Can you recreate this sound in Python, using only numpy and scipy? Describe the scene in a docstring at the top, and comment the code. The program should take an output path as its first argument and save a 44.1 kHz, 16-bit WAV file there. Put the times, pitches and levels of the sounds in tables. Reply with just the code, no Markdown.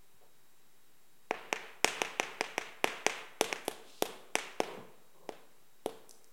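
"""Chalk writes a quick run of characters on a lecture-room blackboard, close to a hand-held microphone.
At first there is only a low hiss with a few faint bumps. From 1.3 s each stroke opens with a dry tap,
an impact that excites damped modes of board and chalk; friction then sounds as a brief, gritty scrape.
The panel rings on faintly and the room reverberates. Near 4 s the chalk grazes the board; soft rubs
and the last, duller taps follow until 5.9 s, and a few small ticks close the scene."""
import sys
import numpy as np
from scipy import signal
from scipy.fft import rfft, irfft
from scipy.io import wavfile

SR = 44100
rng = np.random.default_rng(int(sys.argv[2]) if len(sys.argv) > 2 else 0)


def file_out(sig):
    """Save sig as 16-bit WAV at sys.argv[1]."""
    # one column per channel
    cols = np.atleast_2d(sig).T
    # limit, then scale
    lim = np.clip(cols, -1, 1)
    pcm = np.round(lim * 32767).astype(np.int16)
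    wavfile.write(sys.argv[1], SR, pcm)


N = 278800
TIME = np.arange(N) / SR

# Spectrum of room air and amplifier hiss. Each row: frequency in Hz, relative density in dB.
HISS_SPECTRUM = [(24, -51), (40, -7.5), (81, -28.5), (124, -1), (297, -4.5), (372, -1), (615, -8),
                 (790, -5.5), (1720, -8), (3830, -12.5), (5050, -13), (7540, -13), (16000, -13)]
# Steady tones of the electronics. Each row: frequency in Hz, rms level in dB.
WHINE_TONES = [(3839, -85), (7535, -85), (15682, -97)]
# Stray ticks and bumps. Each row: start in seconds, level in dB, band centre in Hz, t60 in seconds.
STRAY_TICKS = [(0.139, -69, 135, 0.24), (.21, -63.5, 560, 0.41), (.777, -71, 400, 0.057),
               (3.65, -55.5, 8500, 0.21), (4.775, -50.5, 178, 0.33), (6.093, -43.5, 7500, 0.013),
               (6.11, -41.5, 6700, 0.01), (6.244, -36.5, 6000, 0.0015)]
# Landings of the chalk. Each row: start in seconds, force in dB, click of the stick in dB, crunch of
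# the tip in dB, pitch ratio of the stick as the grip changes, length of the slide in seconds (0: a dot).
LANDINGS = [(1.3096, -11, -5, -26, 1.04, .24), (1.5274, -13, 2.5, -9, 1.09, .24),
            (1.8449, -6.5, 2, 8, 1.033, 0.24), (2.0171, -11.5, 0, -1, 1.1, 0.22),
            (2.198, -11, 1.5, -4, 1.075, .22), (2.4093, -12.5, 1.5, -4, .99, 0.16),
            (2.5802, -13.5, 2, -2, 1.01, 0.17), (2.8426, -6.5, -1.5, -3, 1.053, 0.2),
            (3.0647, -8, 1, 1.5, 1.01, 0.22), (3.4106, -4.5, -9.5, 6.5, 1.073, 0.18),
            (3.527, -18, 6, -2, 1.05, 0), (3.6805, -10, -16, 7, 1.04, 0.027),
            (4.0231, -5.5, -16, 6.5, 1.1, 0.15), (4.354, -10.5, 2, 5.5, 1.027, .19),
            (4.6024, -5.5, -14, -7, 1.02, 0.23), (5.291, -16, -17, -7.5, 0.95, 0.15),
            (5.8603, -9.5, -24.5, -1, 1.01, 0.072)]
# Colour of a blow. Each row: frequency in Hz, plain level in dB, share of click, share of crunch.
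CONTACT_COLOUR = [(437, 0, -0.0059, -0.022), (900, 0.18, 0.3, -0.098), (2338, 8, 0.87, -0.024),
                  (3340, -1.5, 0.35, 0.38), (4400, 0, 0.33, 0.28), (6000, 8.4, 0.66, 0.37),
                  (8500, -2, 0.34, 0.68), (11500, -14.5, -0.032, 0.67), (14500, -13.5, -.1, 0.66)]
# Heavily damped modes of board and stick. Each row: frequency in Hz, relative level in dB, t60 in seconds.
IMPACT_MODES = [(433, -5.5, 0.011), (797, -4.5, 0.011), (1178, -5.5, 0.0042), (1393, -8.5, 0.0048),
                (2184, -1.5, 0.0029), (2556, -0.5, 0.0026), (3286, -8, 0.0055), (4843, -5.5, 0.001),
                (5766, -7, 0.0017), (8600, -10, 0.0022), (10780, -4.5, 0.0028), (14200, -28.5, .0012)]
STICK_FROM_HZ, CRUMBLE_FROM_HZ = 1300, 4200
# Lingering modes of the whole panel. Each row: frequency in Hz, gain in dB, t60 in seconds.
PANEL_RESONANCES = [(440.6, -65, .6), (449.3, -60, 0.26), (430, -69, .1), (380, -70, 0.9),
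                    (745, -65.5, 0.36)]
# Spectrum of a blow as it reaches the room. Each row: frequency in Hz, gain in dB.
RADIATED_SPECTRUM = [(60, -4.5), (130, 8), (250, 16.5), (430, 21.5), (800, 21.5), (1350, 17.5), (2300, 14),
                     (3400, 15.5), (4400, 6.5), (5800, -1.5), (8500, 1.5), (11500, 3), (13000, -1),
                     (16000, -8.5)]
# Spectra of a slide: gritty scrape, dull judder of the board, fizz of fine dust.
# Each row: frequency in Hz, relative density in dB.
SCRAPE_SPECTRUM = [(400, -19), (900, 1), (1350, -3), (1900, -0.5), (2700, -0.5), (3500, -6.5), (4500, -16),
                   (6000, -27), (8000, -26.5), (15000, -35)]
JUDDER_SPECTRUM = [(70, -34), (115, -20.5), (165, 9.5), (260, -9.5), (420, 14.5), (720, 2), (1050, 6),
                   (1500, -31), (4000, -35.5)]
DUST_SPECTRUM = [(3000, -18.5), (6000, 1), (9000, -3), (11500, -8), (13500, -1), (16000, -7.5)]
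# Dull rubs between the last taps. Each row: start in seconds, length in seconds, level in dB.
DULL_RUBS = [(4.655, 0.31, -55.5), (5.124, 0.27, -63.5)]
# One close echo, then a cluster from about 32 ms after each tap, perhaps from the room's loudspeaker.
# Each row: delay in seconds, gain in dB.
EARLY_ECHOES = [(.0068, -24), (.0314, -17.3), (.036, -23), (.04, -21.5)]
# Diffuse sound of the room. Each row: frequency in Hz, near scatter in dB, echo cluster in dB,
# late tail in dB, t60 of the tail in seconds.
DIFFUSE_FIELD = [(99.3, -19, -13.5, -19.5, 0.91), (163, -14, -13.5, -10.5, 1), (400, -10.5, -34, -14.5, 1),
                 (826, -16.5, -21, -12.5, 1), (2360, -16, -14.5, -12.5, 0.83),
                 (6000, -12, -13.5, -8.5, 0.43), (11100, -6, -15, -8.5, 0.64),
                 (15200, -8, -14.5, -14, 0.41)]
# The chalk barely touches the board. One row: start in seconds, length in seconds, level in dB.
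LIGHT_TOUCH = (3.83, 0.27, -61.5)
# Spectrum of that touch. Each row: frequency in Hz, relative density in dB.
GRAZE_SPECTRUM = [(1500, -24), (2800, -1), (3900, 2), (5200, -2.5), (7000, -6), (9000, -8), (12000, -19),
                  (16000, -24)]


def from_db(db):
    """Amplitude grows tenfold for every 20 dB."""
    return 10 ** (np.asarray(db) / 20)


def rms_one(x):
    """Normalisation to unit rms."""
    return x / np.sqrt(np.mean(x ** 2) + 1e-20)


def at_hz(points_hz, values, hz):
    """Interpolation along a logarithmic frequency axis."""
    return np.interp(np.log(np.maximum(hz, 1)), np.log(points_hz), values)


def coloured(x, spectrum):
    """Spectral shaping of a noise, returned at unit rms."""
    hz = np.arange(N // 2 + 1) * SR / N
    return rms_one(irfft(rfft(x) * from_db(at_hz(*np.transpose(spectrum), hz)), N))


def drift(per_s):
    """Slow random fluctuation of unit rms."""
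    knots = rng.standard_normal(int(N / SR * per_s) + 2)
    return rms_one(np.interp(TIME * per_s, np.arange(len(knots)), knots))


def add(out, start, sound):
    """Superposition: a sound joins the mix at its start in seconds."""
    i = max(round(start * SR), 0)
    out[i:i + len(sound)] += sound[:N - i]


def background(hiss_db=-67.5):
    """Stationary noise of room air and amplifier, with a thin whine of wandering phase."""
    whine = sum(from_db(db) * np.sqrt(2) * np.sin(2 * np.pi * hz * TIME + .6 * drift(25))
                for hz, db in WHINE_TONES)
    return from_db(hiss_db) * coloured(rng.standard_normal(N), HISS_SPECTRUM) + whine


def ticks():
    """Transients: octave-wide bursts of noise decay exponentially."""
    out, t = np.zeros(N), TIME[:SR // 5]
    for start, db, hz, t60 in STRAY_TICKS:
        octave = signal.butter(2, [hz / np.sqrt(2), hz * np.sqrt(2)], "band", fs=SR, output="sos")
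        noise = rms_one(signal.sosfilt(octave, rng.standard_normal(len(t))))
        add(out, start, noise * from_db(db - 60 * t / t60))
    return out


def blow_db(hz, force_db, click_db, crunch_db):
    """Excitation spectrum: force sets the level, click lifts the middle, crunch the treble."""
    contact_hz, plain_db, click_share, crunch_share = np.transpose(CONTACT_COLOUR)
    return force_db + at_hz(contact_hz, plain_db + click_share * click_db + crunch_share * crunch_db, hz)


def crush(crumb_share=0.91, decay_s=0.00053):
    """Contact force: an impulse, then noise as the tip crumbles for about a millisecond."""
    t = TIME[:SR // 250]
    crumbs = rng.standard_normal(len(t)) * t * np.exp(-t / decay_s)
    return np.sqrt(1 - crumb_share) * (t == 0) + np.sqrt(crumb_share) * crumbs / np.linalg.norm(crumbs)


def taps(low_cut_hz=256, thud_hz=42, thud_db=-21):
    """Impact excitation: each landing rings the damped modes of board and stick for milliseconds."""
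    out, t = np.zeros(N), TIME[:SR // 25, None]
    hz, mode_db, t60 = np.transpose(IMPACT_MODES)
    signs, crisp = (-1) ** np.arange(len(hz)), hz > CRUMBLE_FROM_HZ
    for start, force_db, click_db, crunch_db, grip, _ in LANDINGS:
        pitch = np.where(hz > STICK_FROM_HZ, hz * grip, hz)
        amplitude = signs * from_db(mode_db + blow_db(hz, force_db, click_db, crunch_db))
        modes = -amplitude * np.sin(2 * np.pi * pitch * t) * np.exp(-np.log(1000) * t / t60)
        add(out, start, modes @ ~crisp)
        # only the fastest modes follow the single crumbs
        add(out, start, np.convolve(modes @ crisp, crush()))
    # a small patch of board radiates little bass, just a faint thud
    thud = from_db(thud_db) * signal.sosfilt(signal.butter(2, thud_hz, fs=SR, output="sos"), out)
    return signal.sosfilt(signal.butter(2, low_cut_hz, "high", fs=SR, output="sos"), out) + thud


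def ring(x, hz, t60):
    """Damped resonator: a unit impulse starts a decaying sine of amplitude 1."""
    radius, angle = from_db(-60 / (t60 * SR)), 2 * np.pi * hz / SR
    return signal.lfilter([0, np.sin(angle)], [1, -2 * radius * np.cos(angle), radius ** 2], x + 1e-18)


def panel(blows):
    """Resonance: the lightly damped modes of the whole panel hum on after each blow."""
    return sum(from_db(db) * ring(blows, hz, t60) for hz, db, t60 in PANEL_RESONANCES)


def radiated_blows(size=512):
    """Radiation from the whole panel in all directions gives the room a smooth spectrum of each blow."""
    out = np.zeros(N)
    hz = np.arange(size // 2 + 1) * SR / size
    radiation_db = at_hz(*np.transpose(RADIATED_SPECTRUM), hz)
    for start, force_db, click_db, crunch_db, *_ in LANDINGS:
        gain = from_db(radiation_db + blow_db(hz, force_db, click_db, crunch_db))
        pulse = np.roll(irfft(gain, size), size // 2) * np.hanning(size)
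        add(out, start - size / 2 / SR, pulse)
    return out


def pressure(start, length, bite_s=0.036, lift_share=0.49):
    """Normal force of a sliding contact: it bites, then eases off towards the end."""
    bite = (TIME - start) / bite_s
    lift = (start + length - TIME) / (lift_share * length)
    return np.clip(np.minimum(bite, lift), 0, 1)


def grains(per_s, spread_db=1.8, flutter_db=1.2):
    """Stick-slip friction: crumbling chalk makes tiny, uneven slips under a fluttering pressure."""
    slips = (rng.random(N) < per_s / SR) * rng.choice([-1, 1], N)
    size_db = spread_db * np.minimum(rng.exponential(1, N), 4)
    return slips * from_db(size_db + flutter_db * drift(90))


def strokes(scrape_db=-42, judder_db=-50, dust_db=-65, click_share=.55, delay_s=0.0049):
    """Sliding friction: the chalk slides as hard as it landed; dull rubs only make the board judder."""
    push, scrape = np.zeros(N), np.zeros(N)
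    for start, force_db, click_db, _, _, slide_s in LANDINGS:
        if slide_s > 0:
            slide = from_db(force_db) * pressure(start + delay_s, slide_s)
            push += slide
            # a tip that lands with a click also scrapes harder
            scrape += from_db(scrape_db + click_share * click_db) * slide
    rubs = sum(from_db(db) * pressure(start, length) for start, length, db in DULL_RUBS)
    judder = from_db(judder_db) * push + rubs
    grit = coloured(grains(per_s=3800), SCRAPE_SPECTRUM)
    rumble = coloured(grains(per_s=1800), JUDDER_SPECTRUM)
    dust = coloured(grains(per_s=2500), DUST_SPECTRUM)
    return scrape * grit + judder * rumble + from_db(dust_db) * push * dust


def echoes(x, low_cut_hz=560):
    """Multipath propagation: distinct, delayed copies of the sound arrive with little bass."""
    out = np.zeros(N)
    thin = signal.sosfilt(signal.butter(1, low_cut_hz, "high", fs=SR, output="sos"), x)
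    for delay, db in EARLY_ECHOES:
        add(out, delay, from_db(db) * thin)
    return out


def room(x, near_t60=0.18, cluster_t60=0.057, cluster_s=.032, build_s=.02):
    """Reverberation: near scatter, an echo cluster after 32 ms, a tail that dies sooner in the treble."""
    t, hz = TIME[:SR], np.arange(SR // 2 + 1)
    centres = np.geomspace(100, 16000, 14)
    bands = np.array([at_hz(centres, share, hz) for share in np.eye(len(centres))])
    room_hz, *columns = np.transpose(DIFFUSE_FIELD)
    near_db, cluster_db, late_db, late_t60 = (at_hz(room_hz, c, centres)[:, None] for c in columns)

    def echo_power(db, start, t60):
        """Exponential decay of the power in a cloud of echoes."""
        rate = np.log(10 ** 6) / t60
        return from_db(db) ** 2 * (t > start) * rate * np.exp(-rate * np.maximum(t - start, 0))

    near = echo_power(near_db, 0.0035, near_t60)
    cluster = echo_power(cluster_db, cluster_s, cluster_t60)
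    tail = echo_power(late_db, cluster_s, late_t60) * np.clip((t - cluster_s) / build_s, 0, 1)
    envelope = np.sqrt(near + cluster + tail)
    # chalk and writer move, so each landing meets a new pattern of diffuse echoes
    cuts = [0] + [round((start - .01) * SR) for start, *_ in LANDINGS] + [N]
    out = np.zeros(N)
    for first, last in zip(cuts, cuts[1:]):
        band_noise = irfft(bands * rfft(rng.standard_normal(SR)), SR)
        response = np.sum(envelope * band_noise, axis=0) / np.sqrt(SR)
        add(out, first / SR, signal.fftconvolve(x[first:last], response))
    return out


def graze():
    """Friction under a very light load: only the finest grit sounds."""
    start, length, db = LIGHT_TOUCH
    touch = from_db(db) * pressure(start, length, bite_s=0.06, lift_share=.4)
    return touch * coloured(grains(per_s=6000), GRAZE_SPECTRUM)


def scene():
    """Superposition of direct sound, early echoes, reverberation and background."""
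    blows = taps()
    soft_sounds = panel(blows) + strokes() + graze() + ticks()
    direct = blows + soft_sounds
    return (direct + echoes(direct) + room(radiated_blows() + soft_sounds) + background())[None]


def record(dry, cutoff_hz=16300, offset=-.0021):
    """Band limiting: a steep low-pass cuts the top, and the converter sits slightly off zero."""
    return signal.sosfilt(signal.ellip(10, .1, 70, cutoff_hz, fs=SR, output="sos"), dry) + offset


dry = scene()
out = record(dry)
file_out(out)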